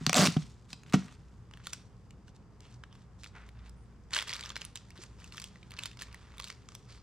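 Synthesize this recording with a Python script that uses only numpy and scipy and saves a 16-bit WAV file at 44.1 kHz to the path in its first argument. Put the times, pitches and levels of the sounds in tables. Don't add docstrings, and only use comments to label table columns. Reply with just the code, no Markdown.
import sys
import numpy as np
from scipy import signal
from scipy.fft import rfft, irfft
from scipy.io import wavfile
from scipy.ndimage import uniform_filter1d

SR = 44100
rng = np.random.default_rng(int(sys.argv[2]) if len(sys.argv) > 2 else 0)


def int16_out(signal):
    q = np.round(np.clip(np.atleast_2d(signal).T, -1, 1) * 32767)
    wavfile.write(sys.argv[1], SR, q.astype(np.int16))


def linear_from_db(decibels):
    return 10 ** (np.asarray(decibels, float) / 20)


N = 309582
TIME_S = np.arange(N) / SR
HZ = np.fft.rfftfreq(N, 1 / SR)

# frequency [Hz], level [dB per Hz].
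OFFICE_SPECTRUM = [(12, -51.5), (20, -17.5), (48, -8), (113, -3), (146, -11.5), (187, -8.5), (285, -19.5),
                   (472, -22.5), (624, -30), (678, -28), (1090, -28), (2080, -39), (4420, -52.5),
                   (4810, -44.5), (16000, -77)]
OFFICE_DB = -52
# centre frequency [Hz], width [Hz], level [dB].
HUM_AND_HISS = [(58, 3.3, -60), (119.5, 10, -63), (172, 14, -72), (415.3, 7.1, -78.5), (4800, 60, -93.5),
                (7000, 4700, -85.5)]
# frequency [Hz], gain [dB].
ROOM_COLOUR = [(100, -0.5), (400, -6.5), (1500, -4), (5000, -0.5), (9000, -5), (16000, -15)]
ROOM_T60_S, ROOM_DB = 0.36, -10.5

# frequency [Hz], level [dB per Hz].
FILM_SPECTRUM = [(160, -46), (280, -14), (592, -7.5), (764, -13), (936, -2), (1290, -1), (1670, -2.5),
                 (3300, -3), (7980, -11), (12000, -27.5), (16300, -36.5)]
# start [s], hold [s], level [dB], treble [dB].
TAPE_MOVES = [(.0, 0.058, -54, -7), (.158, 0.043, -33, -2), (.178, 0.087, -30.5, -0.5),
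              (.69, 0.053, -59.5, -3.5), (.865, 0.044, -59, -8.5), (.938, 0.0073, -34.5, -10.5),
              (.99, 0.15, -61.5, -4), (1.52, 0.14, -66.5, -7), (1.64, 0.066, -60.5, 4),
              (1.73, 0.0054, -48.5, -0.5), (2.1, 0.01, -76, -6.5), (2.275, 0.013, -70, 1.5),
              (2.35, 0.014, -70.5, 6), (2.62, .13, -67, -2.5), (2.93, 0.096, -68, -7),
              (3.19, 0.094, -71, 8), (3.345, 0.14, -68, -6), (3.55, 0.091, -64.5, -19),
              (3.65, 0.026, -59, -10)]
# start [s], hold [s], level [dB], treble [dB].
WRAPPER_MOVES = [(4.12, 0.011, -48, -7), (4.133, 0.058, -38, -3.5), (4.2, 0.021, -50, -4),
                 (4.275, 0.074, -45.5, -6.5), (4.37, 0.054, -50.5, -5), (4.44, 0.056, -48, -9.5),
                 (4.565, 0.1, -57.5, -2.5), (4.758, 0.0093, -54.5, 0.8), (4.96, 0.061, -60.5, -4),
                 (5.02, 0.0081, -52, -2), (5.19, 0.087, -59, -3), (5.33, 0.13, -56.5, 1),
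                 (5.715, 0.019, -56, -18), (5.785, 0.087, -51.5, -4.5), (6.0, .03, -51.5, -2),
                 (6.06, 0.34, -60.5, -13), (6.43, 0.075, -55, -3.5), (6.7, 0.1, -68, 1.5),
                 (6.89, 0.071, -59.5, -3)]
# release [s], settling [dB], settling time [s per neper], idle fingers [dB].
TAPE_FEEL = (0.0106, -15.5, 0.11, -76.5)
WRAPPER_FEEL = (0.0272, -22, 0.02, -66.5)
GRAB_S, ATTACK_S = 4.1, .004

# start [s], peak [dB], pitch [Hz], T60 [s], shell knock [dB].
JOLTS = [(.011, -33, 161, 0.16, -15), (0.07, -21, 153, 0.087, -8.5), (0.096, -31, 174, 0.089, 11),
         (.1905, -15, 169.7, 0.07, -22), (0.2183, -22, 195, .3, -10.5), (.282, -20.5, 173, 0.076, -17),
         (0.366, -15, 154.7, 0.068, -10), (0.732, -40.5, 144, 0.041, -4), (0.851, -47.5, 148, 0.22, -13),
         (0.94, -10, 179, 0.067, -4), (.9525, -36, 190, .03, -20), (0.9557, -20.5, 191.7, 0.13, -36),
         (4.989, -47, 364, 0.046, -22)]
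# pitch ratio, level [dB], share of the jolt's T60.
BODY_MODES = [(1, 6, 1.1), (0.65, -19.5, 0.43), (1.27, -3.5, 1.2), (2.2, -3, 0.36), (1.5, 2, .45)]
# frequency [Hz], level [dB], T60 [s].
SHELL_MODES = [(737, -2, 0.04), (1140, -4, 0.015), (593, -3, 0.021), (970, -15, 0.0093), (1330, -5, 0.0062)]
# time [s], drumming [dB], rattle [dB over drumming].
ROLL_TURNING = [
    (.12, -46, -8),
    (.14, -34, 2),
    (.165, -28, -1),
    (.195, -27, .5),
    (.215, -26.5, -2),
    (.235, -25.5, -4),
    (.265, -28, -6),
    (.29, -33.5, -17),
]

# time [s], level [dB], strongest pitch [Hz], second pitch [Hz], treble [dB].
GLUE_SNAPS = [(0.0658, -21.0, 6310, 4610, -16), (0.0755, -43.0, 5750, 3190, -18),
              (0.0951, -24.5, 5810, 2670, -14), (0.1044, -40.0, 5710, 2370, -18),
              (0.1303, -22.5, 2650, 5770, -12), (0.1436, -23.0, 3940, 7620, -11),
              (0.154, -27.0, 7750, 1890, -12), (0.2723, -24.0, 4070, 2840, -15),
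              (0.2901, -52.0, 6330, 4330, -4), (0.2979, -50.0, 3080, 6850, -16),
              (0.3028, -45.5, 2990, 1160, -7), (0.3282, -54.0, 2860, 3920, -9),
              (0.342, -47.5, 4440, 2650, -19), (0.3692, -39.5, 1340, 3010, -24),
              (0.7043, -53.5, 5880, 4050, -14), (0.7307, -38.0, 5250, 2690, -17),
              (0.8345, -55.0, 2560, 6520, -12), (0.8635, -58.5, 2350, 1700, -36),
              (0.8979, -55.0, 3920, 5470, -12), (0.925, -41.5, 1230, 3960, -13),
              (0.9357, -31.5, 2300, 1340, -18), (0.9399, -29.5, 1420, 2430, -20),
              (0.9441, -31.0, 2150, 1160, -27), (0.9477, -35.5, 2020, 1290, -27),
              (0.9514, -42.0, 3140, 1270, -21), (1.0828, -53.5, 1180, 1640, -25)]
FOLD_SNAPS = [(1.5121, -54.0, 1230, 2500, -21), (1.5376, -48.5, 2990, 1530, -18),
              (1.5734, -52.0, 2950, 1790, -12), (1.5978, -61.0, 1640, 1180, -27),
              (1.6016, -59.0, 1400, 1920, -30), (1.6582, -53.5, 1790, 4200, -13),
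              (1.6701, -35.5, 4110, 1350, -6), (1.6954, -56.0, 7390, 3010, -6),
              (1.7317, -41, 3300, 6500, -9), (1.7339, -35.0, 5860, 8480, -5),
              (2.1078, -55.0, 2800, 7640, -8), (2.2816, -57.0, 2800, 1570, -16),
              (2.6056, -55.0, 6930, 5060, -8), (2.6533, -59.5, 2990, 1180, -32),
              (2.8375, -45.0, 1610, 2730, -26), (2.9273, -56.5, 3080, 5710, -17),
              (2.9536, -57.5, 1160, 3290, -16), (3.0188, -65.0, 1340, 1830, -33),
              (3.235, -46.5, 3450, 5020, -11), (3.243, -44.5, 4650, 2840, -12),
              (3.2527, -53.0, 3450, 4840, -24), (3.262, -48.5, 1290, 1770, -20),
              (3.3529, -57.5, 1720, 1210, -26), (3.3638, -54.5, 1740, 1180, -23),
              (3.3825, -58.0, 1440, 2130, -29), (3.4035, -59.0, 1250, 1870, -24),
              (3.4203, -59.0, 1790, 1140, -24), (3.4849, -66.0, 1530, 1100, -10),
              (3.49, -53.5, 4370, 2280, -11), (3.6949, -56.5, 7750, 5660, -2)]
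GRAB_SNAPS = [(4.1078, -51.5, 1920, 7710, -14), (4.1342, -33.0, 5750, 3080, -15),
              (4.1384, -28.0, 4290, 1790, -27), (4.1479, -31.0, 5060, 7210, -14),
              (4.1549, -43.0, 2070, 3830, -16), (4.1577, -47.0, 4670, 2990, -15),
              (4.1602, -33.0, 2710, 1810, -20), (4.1648, -27.0, 2910, 1590, -13),
              (4.1674, -33.5, 1960, 4370, -19), (4.1708, -39.0, 3250, 4800, -19),
              (4.1761, -43.0, 3190, 1680, -5), (4.179, -34.0, 2910, 4050, -16),
              (4.1886, -27.0, 3320, 1980, -17), (4.1983, -35.5, 1790, 2540, -14),
              (4.2035, -49.5, 3230, 1530, -17), (4.2177, -40.0, 2200, 4050, -17),
              (4.2203, -40.0, 1680, 2780, -16), (4.225, -36.5, 2090, 4930, -7),
              (4.2726, -45.5, 2760, 1830, -12), (4.2795, -43.5, 4910, 2050, -7),
              (4.2843, -40.0, 4870, 3230, -12), (4.2942, -34.5, 4290, 2020, -15),
              (4.3034, -39.0, 2840, 4840, -15), (4.3079, -41.5, 1960, 2860, -27),
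              (4.3114, -44.5, 4800, 1770, -14), (4.3176, -47.0, 3290, 4870, -15),
              (4.3295, -35.0, 3360, 2240, -23), (4.3358, -34.5, 5790, 2800, -11),
              (4.3444, -41.5, 2410, 4890, -19), (4.3496, -44.5, 4220, 1920, -16),
              (4.3542, -42.0, 3570, 1720, -27), (4.3587, -46.5, 4090, 1660, -4),
              (4.3656, -42.0, 2300, 4570, -11), (4.3829, -50.5, 4890, 1530, -11),
              (4.3944, -43.5, 4540, 2240, -21), (4.4095, -39.5, 7600, 4720, -11)]
LIFT_SNAPS = [(4.4279, -44.5, 3400, 2330, -23), (4.4373, -40.0, 3450, 2240, -16),
              (4.4528, -46.0, 4720, 3270, -17), (4.4595, -41.5, 1680, 5810, -16),
              (4.4694, -51.0, 2910, 1270, -12), (4.4933, -45.0, 6420, 3570, -7),
              (4.5032, -38.0, 3450, 1250, -22), (4.5193, -49.0, 2780, 1590, -17),
              (4.5573, -38.5, 4970, 3490, -20), (4.5654, -34.0, 4130, 2260, -18),
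              (4.5764, -47.5, 3680, 5060, -7), (4.6052, -60.0, 3060, 4200, -16),
              (4.6126, -46.0, 2910, 4780, -11), (4.6174, -38.0, 4970, 2890, -18),
              (4.6277, -54.5, 2540, 5150, -15), (4.6441, -52.0, 3190, 2330, -14),
              (4.6508, -41.5, 9430, 5620, 1), (4.7572, -38.5, 7750, 3660, -5),
              (4.7628, -46.5, 2730, 5280, -16), (4.7738, -44.5, 5640, 3040, -15),
              (4.9053, -52.0, 5120, 2150, -8), (4.9165, -60.5, 2670, 4070, -23),
              (4.9579, -60.5, 2170, 1570, -16), (4.9705, -57.5, 2220, 1610, -14),
              (4.9766, -52.0, 4460, 1610, -12), (5.0371, -47.5, 7210, 2350, -4)]
STICK_SNAPS = [(5.2014, -58.0, 5020, 2840, -8), (5.2434, -49.0, 2820, 7040, -7),
               (5.3233, -46.5, 4390, 2760, -11), (5.3396, -53.0, 5470, 1140, -27),
               (5.3453, -51.0, 1230, 5320, -15), (5.3717, -45.0, 3340, 5060, -5),
               (5.3805, -39.0, 2800, 1850, -31), (5.3995, -42.0, 4590, 2690, -4),
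               (5.4182, -45.0, 6010, 3380, -5), (5.4229, -45.5, 4820, 7320, -9),
               (5.4418, -39.5, 3340, 5080, -5), (5.558, -53.5, 1890, 1100, -21),
               (5.6299, -52.5, 2390, 3600, -29), (5.7078, -49.5, 4090, 2930, -6),
               (5.7185, -47.0, 2200, 3400, -9), (5.7389, -49.5, 1210, 4590, -15),
               (5.7672, -51.0, 4410, 1790, -20), (5.7721, -50.5, 4820, 1080, -34),
               (5.7771, -52.5, 3230, 4930, -17), (5.7894, -36.0, 4540, 2840, -13),
               (5.7925, -39.0, 2860, 4160, -14), (5.8298, -53.5, 3290, 4610, -14),
               (5.8356, -36.5, 3550, 7300, -8), (5.8575, -34.5, 6010, 4390, -7),
               (5.8654, -46.5, 4910, 2130, -7), (5.8745, -53.5, 5360, 3420, -15),
               (5.9149, -50.5, 2820, 5000, -15), (5.9319, -56.5, 2840, 2070, -14)]
PRESS_SNAPS = [(5.9722, -52.0, 4780, 2110, -12), (5.9912, -48.0, 3570, 5040, -20),
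               (5.994, -51.5, 2930, 4350, -10), (6.0135, -42.0, 4290, 2890, -20),
               (6.0208, -37.5, 1770, 4110, -5), (6.0344, -50.5, 2970, 2170, -9),
               (6.0703, -56.0, 1100, 2130, -33), (6.0843, -57.0, 1140, 2760, -16),
               (6.128, -53.0, 4800, 2800, -8), (6.1451, -44.5, 1940, 1160, -8),
               (6.3717, -55.0, 1120, 2220, -7), (6.3821, -46.0, 2220, 3400, -6),
               (6.3958, -47.0, 2170, 3360, -21), (6.3998, -37.0, 1160, 3360, -9),
               (6.4119, -53.0, 5940, 1380, -7), (6.4229, -46.0, 4220, 7210, -15),
               (6.4337, -50.0, 3620, 2200, -13), (6.4426, -39.5, 4220, 7260, -8),
               (6.4487, -53.5, 5640, 3190, -15), (6.4528, -52.5, 4130, 2150, -10),
               (6.4751, -46.5, 2730, 4130, -13), (6.4832, -49.0, 4010, 5730, -5),
               (6.502, -38.5, 2150, 5600, -15), (6.5187, -56.0, 4390, 2330, -15),
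               (6.5256, -57.0, 5560, 1660, -11), (6.6884, -46.5, 1160, 7210, -14),
               (6.7206, -54.0, 1160, 7260, -17), (6.7512, -43.0, 3490, 5710, -4)]
SNAP_BASS_DB = (-13.5, -13, -12, -17.5, -17, -16.5, -17)
BASS_DB_PER_OCTAVE = -2.5
SNAP_S, TREBLE_HZ = .004, 8000

SLIPS, SLIP_START_S, SLIP_PERIOD_S, SLIP_GROWTH_S = 22, .1615, .0039, .000104
SLIP_DB = (-26.5, -30)

# start [s], end [s], level [dB], centre [Hz], width [Hz].
STROKES = [
    (2.623, 2.766, -70, 2930, 1300),
    (2.894, 3.0, -71.5, 3150, 900),
    (3.331, 3.498, -60.5, 1560, 1750),
    (3.76, 3.87, -74.5, 9100, 900),
    (6.865, 7.06, -66.5, 4650, 1510),
]


def level(x, db):
    return x * linear_from_db(db) / np.sqrt(np.mean(x ** 2))


def tint(points, hz):
    point_hz, point_db = np.array(points).T
    return np.interp(np.log(np.maximum(hz, 1)), np.log(point_hz), point_db)


def curve(rows):
    s, *columns = np.transpose(rows)
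    return [np.interp(TIME_S, s, c) for c in columns]


def walk(rate_hz):
    k = int(SR / rate_hz)
    held = np.repeat(rng.standard_normal(N // k + 1), k)
    return uniform_filter1d(uniform_filter1d(held, k), k)[:N]


def ring(hz, db, t60_s, phase, size):
    t = np.arange(size) / SR
    hz, db, t60_s, phase = (np.reshape(v, (-1, 1)) for v in (hz, db, t60_s, phase))
    decay = np.exp(-np.log(1000) * t / np.abs(t60_s))
    return np.sum(linear_from_db(db) * decay * np.sin(2 * np.pi * hz * t + phase), axis=0)


def resonant_noise(hz, width_hz, db):
    spectrum = rfft(rng.standard_normal(N)) / (1 + ((HZ - hz) / width_hz) ** 2 * 4)
    return level(irfft(spectrum, N), db)


def add(out, s, sound):
    i = max(int(s * SR), 0)
    out[:, i:i + sound.shape[-1]] += sound[..., :N - i]


def ports(mid, side, hz):
    return mid + .26 * (hz / 6000) ** .8 * np.array([[-1], [1]]) * side


def office():
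    colour, out = linear_from_db(tint(OFFICE_SPECTRUM, HZ)), 0
    for hz in 28 * 2 ** np.arange(10):
        octaves_off = np.abs(np.log2(np.maximum(HZ, 1) / hz))
        band = colour * np.clip(1 - octaves_off, 0, 1) ** .5
        mid, side = irfft(rfft(rng.standard_normal((2, N))) * band, N)
        spread = np.clip(0.2 + 6.0 / hz + hz / 9000, 0, 1)
        out = out + linear_from_db(1.0 * walk(2.5)) * (mid + spread * side * np.array([[1], [-1]]))
    out = level(out, OFFICE_DB - 3.5)
    for hz, width_hz, db in HUM_AND_HISS:
        out = out + resonant_noise(hz, width_hz, db) * linear_from_db(2.2 * walk(4))
    return out


def handling():
    t = np.arange(0, N + 64, 64) / SR
    power = linear_from_db(2 * np.where(t < GRAB_S, TAPE_FEEL[-1], WRAPPER_FEEL[-1]))
    treble = -5.0 * power
    for moves, feel in ((TAPE_MOVES, TAPE_FEEL), (WRAPPER_MOVES, WRAPPER_FEEL)):
        release_s, settle_db, settle_s, _ = feel
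        start, hold, db, treble_db = np.transpose(moves)[..., None]
        after = np.maximum(t - start - hold, 0)
        rise = np.exp(np.minimum(t - start, 0) / ATTACK_S)
        fall = np.exp(-after / release_s) + linear_from_db(settle_db) * np.exp(-after / settle_s)
        move_power = (linear_from_db(db) * rise * fall) ** 2
        power = power + np.sum(move_power, axis=0)
        treble = treble + np.sum(treble_db * move_power, axis=0)
    return [np.interp(TIME_S, t, v) for v in (10 * np.log10(power), treble / power)]


def crackle(rate_hz=650, spread_db=4.0, rub=0.42):
    db, treble_db = handling()
    out, fade, film = 0, np.exp(-np.arange(300) / SR / .0012), linear_from_db(tint(FILM_SPECTRUM, HZ))
    shared_db = 4.5 + spread_db * np.minimum(rng.exponential(size=N), 4.0)
    shared = (rng.random(N) < .3 * rate_hz / SR) * linear_from_db(shared_db)
    # low Hz, high Hz, tilt, lift dB
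    bands = ((300, 2000, -0.19, -2.0), (2000, 4500, 0.18, -2.5),
             (4500, 9000, 0.92, 0.54), (9000, 17000, 0.93, -0.35))
    for low_hz, high_hz, tilt, lift_db in bands:
        bright = low_hz > 4000
        grain_db = spread_db * np.minimum(rng.exponential(size=N), 4.5) + 4.5 * walk(60)
        grains = shared + (rng.random(N) < rate_hz / SR) * linear_from_db(grain_db)
        creases = level(signal.fftconvolve(grains, fade)[:N], 0)
        shape = level(creases + rub, -2.5) * linear_from_db(db + lift_db + tilt * treble_db)
        band = film / np.sqrt((1 + (low_hz / (HZ + 1)) ** 6) * (1 + (HZ / high_hz) ** 6))
        band = band / np.sqrt(np.mean(film ** 2 * ((HZ > 4500) == bright)))
        out = out + band * ports(*rfft(rng.standard_normal((2, N)) * shape), HZ)
    return irfft(out, N)


def dispenser(peel):
    out = np.zeros((1, N))
    ratio, body_db, share = np.transpose(BODY_MODES)
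    shell = ring(*np.transpose(SHELL_MODES), 0, size=3000)
    shell = shell / np.abs(shell).max()
    swell = 1 - np.exp(-(np.arange(9000) / SR / 0.0026) ** 2)
    for s, db, hz, t60_s, knock_db in JOLTS:
        body = swell * ring(hz * ratio, body_db, t60_s * share, 3.0 - 1.2 * (ratio - 1), size=9000)
        i = int(s * SR)
        out[:, i:] *= np.exp(-np.arange(N - i) / SR / .002)
        add(out, s, linear_from_db(db) * body[None] / np.abs(body).max())
        add(out, s, linear_from_db(db + knock_db) * shell[None])

    drum_db, rattle_db = curve(ROLL_TURNING)
    turning = np.interp(TIME_S, [.125, .15, .27, .285], [0, 1, 1, 0])
    fine_slips = (rng.random(N) < 2500 / SR) * rng.standard_normal(N)
    tugs = .12 * fine_slips
    tugs[((peel[:, 0] + .0004) * SR).astype(int)] += 3.0 * linear_from_db(peel[:, 1] - SLIP_DB[0])
    roll_body = ring(188 * ratio, 0.74 * body_db, 0.07 * share, 0, size=9000)
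    drum = signal.fftconvolve(tugs, roll_body)[:N]
    rattle = signal.fftconvolve(fine_slips, shell)[:N]
    out = out + turning * linear_from_db(drum_db) * (level(drum, -17) + linear_from_db(rattle_db) * level(rattle, -1.4))
    out = signal.sosfilt(signal.butter(2, 85, "high", fs=SR, output="sos"), out)
    return out + .13 * np.roll(out, int(.0013 * SR), axis=1) * np.array([[1], [-1]])


def snaps(peel, size=2048):
    out, t, hz = np.zeros((2, N)), np.arange(size) / SR - .004, np.fft.rfftfreq(size, 1 / SR)
    tables = (peel, GLUE_SNAPS, FOLD_SNAPS, GRAB_SNAPS, LIFT_SNAPS, STICK_SNAPS, PRESS_SNAPS)
    rows = [(*row, bass_db) for table, bass_db in zip(tables, SNAP_BASS_DB) for row in table]
    fizz = np.exp(-t / .0015) + .08 * np.exp(-t / .005)
    shape = np.where(t > 0, fizz, np.exp(np.minimum(t, 0) / .0004))
    click = 4.5 * (np.arange(size) == np.argmax(t > 0)) * np.array([[1], [0]])
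    top = 1 / (1 + (TREBLE_HZ / (hz + 1)) ** 10)
    film = linear_from_db(tint(FILM_SPECTRUM, hz) + 8.5 * np.clip(np.log2(hz / TREBLE_HZ + 1e-9), 0, 1))
    for s, db, crease_hz, second_hz, treble_db, bass_db in rows:
        noise = rng.standard_normal((2, size))
        bass_db = bass_db + BASS_DB_PER_OCTAVE * np.log2(min(crease_hz, second_hz) / 2500)
        bass = linear_from_db((bass_db + 12.5) * np.clip(np.log2(2600 / (hz + 1)), 0, 1))
        crease = 3.0 / (1 + 1j * (hz - crease_hz) / (.065 * crease_hz))
        second = 2.2 / (1 + 1j * (hz - second_hz) / (.07 * second_hz))
        source = noise * shape + click * np.sign(noise[1, 0])
        burst = ports(*rfft(source), hz) * film * bass * (1 + crease + second)
        low, high = irfft([burst * (1 - top), burst * top], size)
        low_gain = np.sqrt(max(1 - linear_from_db(2 * treble_db), .3))
        sound = level(low, db) * low_gain + level(high, db + treble_db)
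        add(out, s - .004, sound * np.sqrt(SNAP_S * SR / size) * linear_from_db(.6))
    return out


def stick_slips():
    k, chance = np.arange(SLIPS), rng.standard_normal((5, SLIPS))
    s = SLIP_START_S + k * SLIP_PERIOD_S + k ** 2 * SLIP_GROWTH_S / 2 + .0003 * chance[0]
    db = np.interp(k, [0, SLIPS], SLIP_DB) + 1.8 * chance[1]
    crease_hz, second_hz = 5700 * 2 ** (.2 * chance[2]), 1900 * 2 ** (.6 * chance[3])
    treble_db = -11.5 + 2.5 * chance[4]
    return np.transpose([s, db, crease_hz, second_hz, treble_db])


def strokes():
    out = 0
    for start, end, db, hz, width_hz in STROKES:
        shape = np.interp(TIME_S, [start, start + 0.027, end], [0, 1.5, 0], 0, 0)
        out = out + resonant_noise(hz, width_hz, db) * shape * linear_from_db(3.4 * walk(45))
    return out


def room(x):
    t = np.arange(int(.9 * SR)) / SR
    decay = np.exp(-np.log(1000) * t / ROOM_T60_S) * np.clip(t / 0.0012 - .4, 0, 1)
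    tail = rng.standard_normal((3, len(t))) * decay
    tail = tail[0] + .45 * tail[1:]
    tail = linear_from_db(ROOM_DB) * tail / np.sqrt(np.sum(tail ** 2) / 2)
    wet = signal.fftconvolve(x.mean(axis=0)[None], tail, axes=1)[:, :N]
    return irfft(rfft(wet) * linear_from_db(tint(ROOM_COLOUR, HZ)), N)


def hands_aside(near):
    left = rfft(near[0])
    delay = np.exp(-2j * np.pi * HZ * 1.58 / SR)
    aside = irfft(left * delay * linear_from_db(-1.5 * HZ / 8000), N)
    shaded = irfft(left * linear_from_db(-3.5 * (HZ / 13000) ** 2), N)
    moved = np.interp(TIME_S, [1.3, 1.4], [0, 1])
    return np.array([shaded + moved * (aside - shaded), near[1]])


def scene():
    peel = stick_slips()
    near = hands_aside(snaps(peel) + crackle() + strokes() + dispenser(peel))
    return near + room(near) + office()


def top_cut(x):
    return signal.sosfilt(signal.butter(12, 16510, fs=SR, output="sos"), x)


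def record(dry):
    mix = irfft(rfft(dry) / (1 + (HZ / 16150) ** 60), N)
    return top_cut(mix)


dry = scene()
out = record(dry)
int16_out(out)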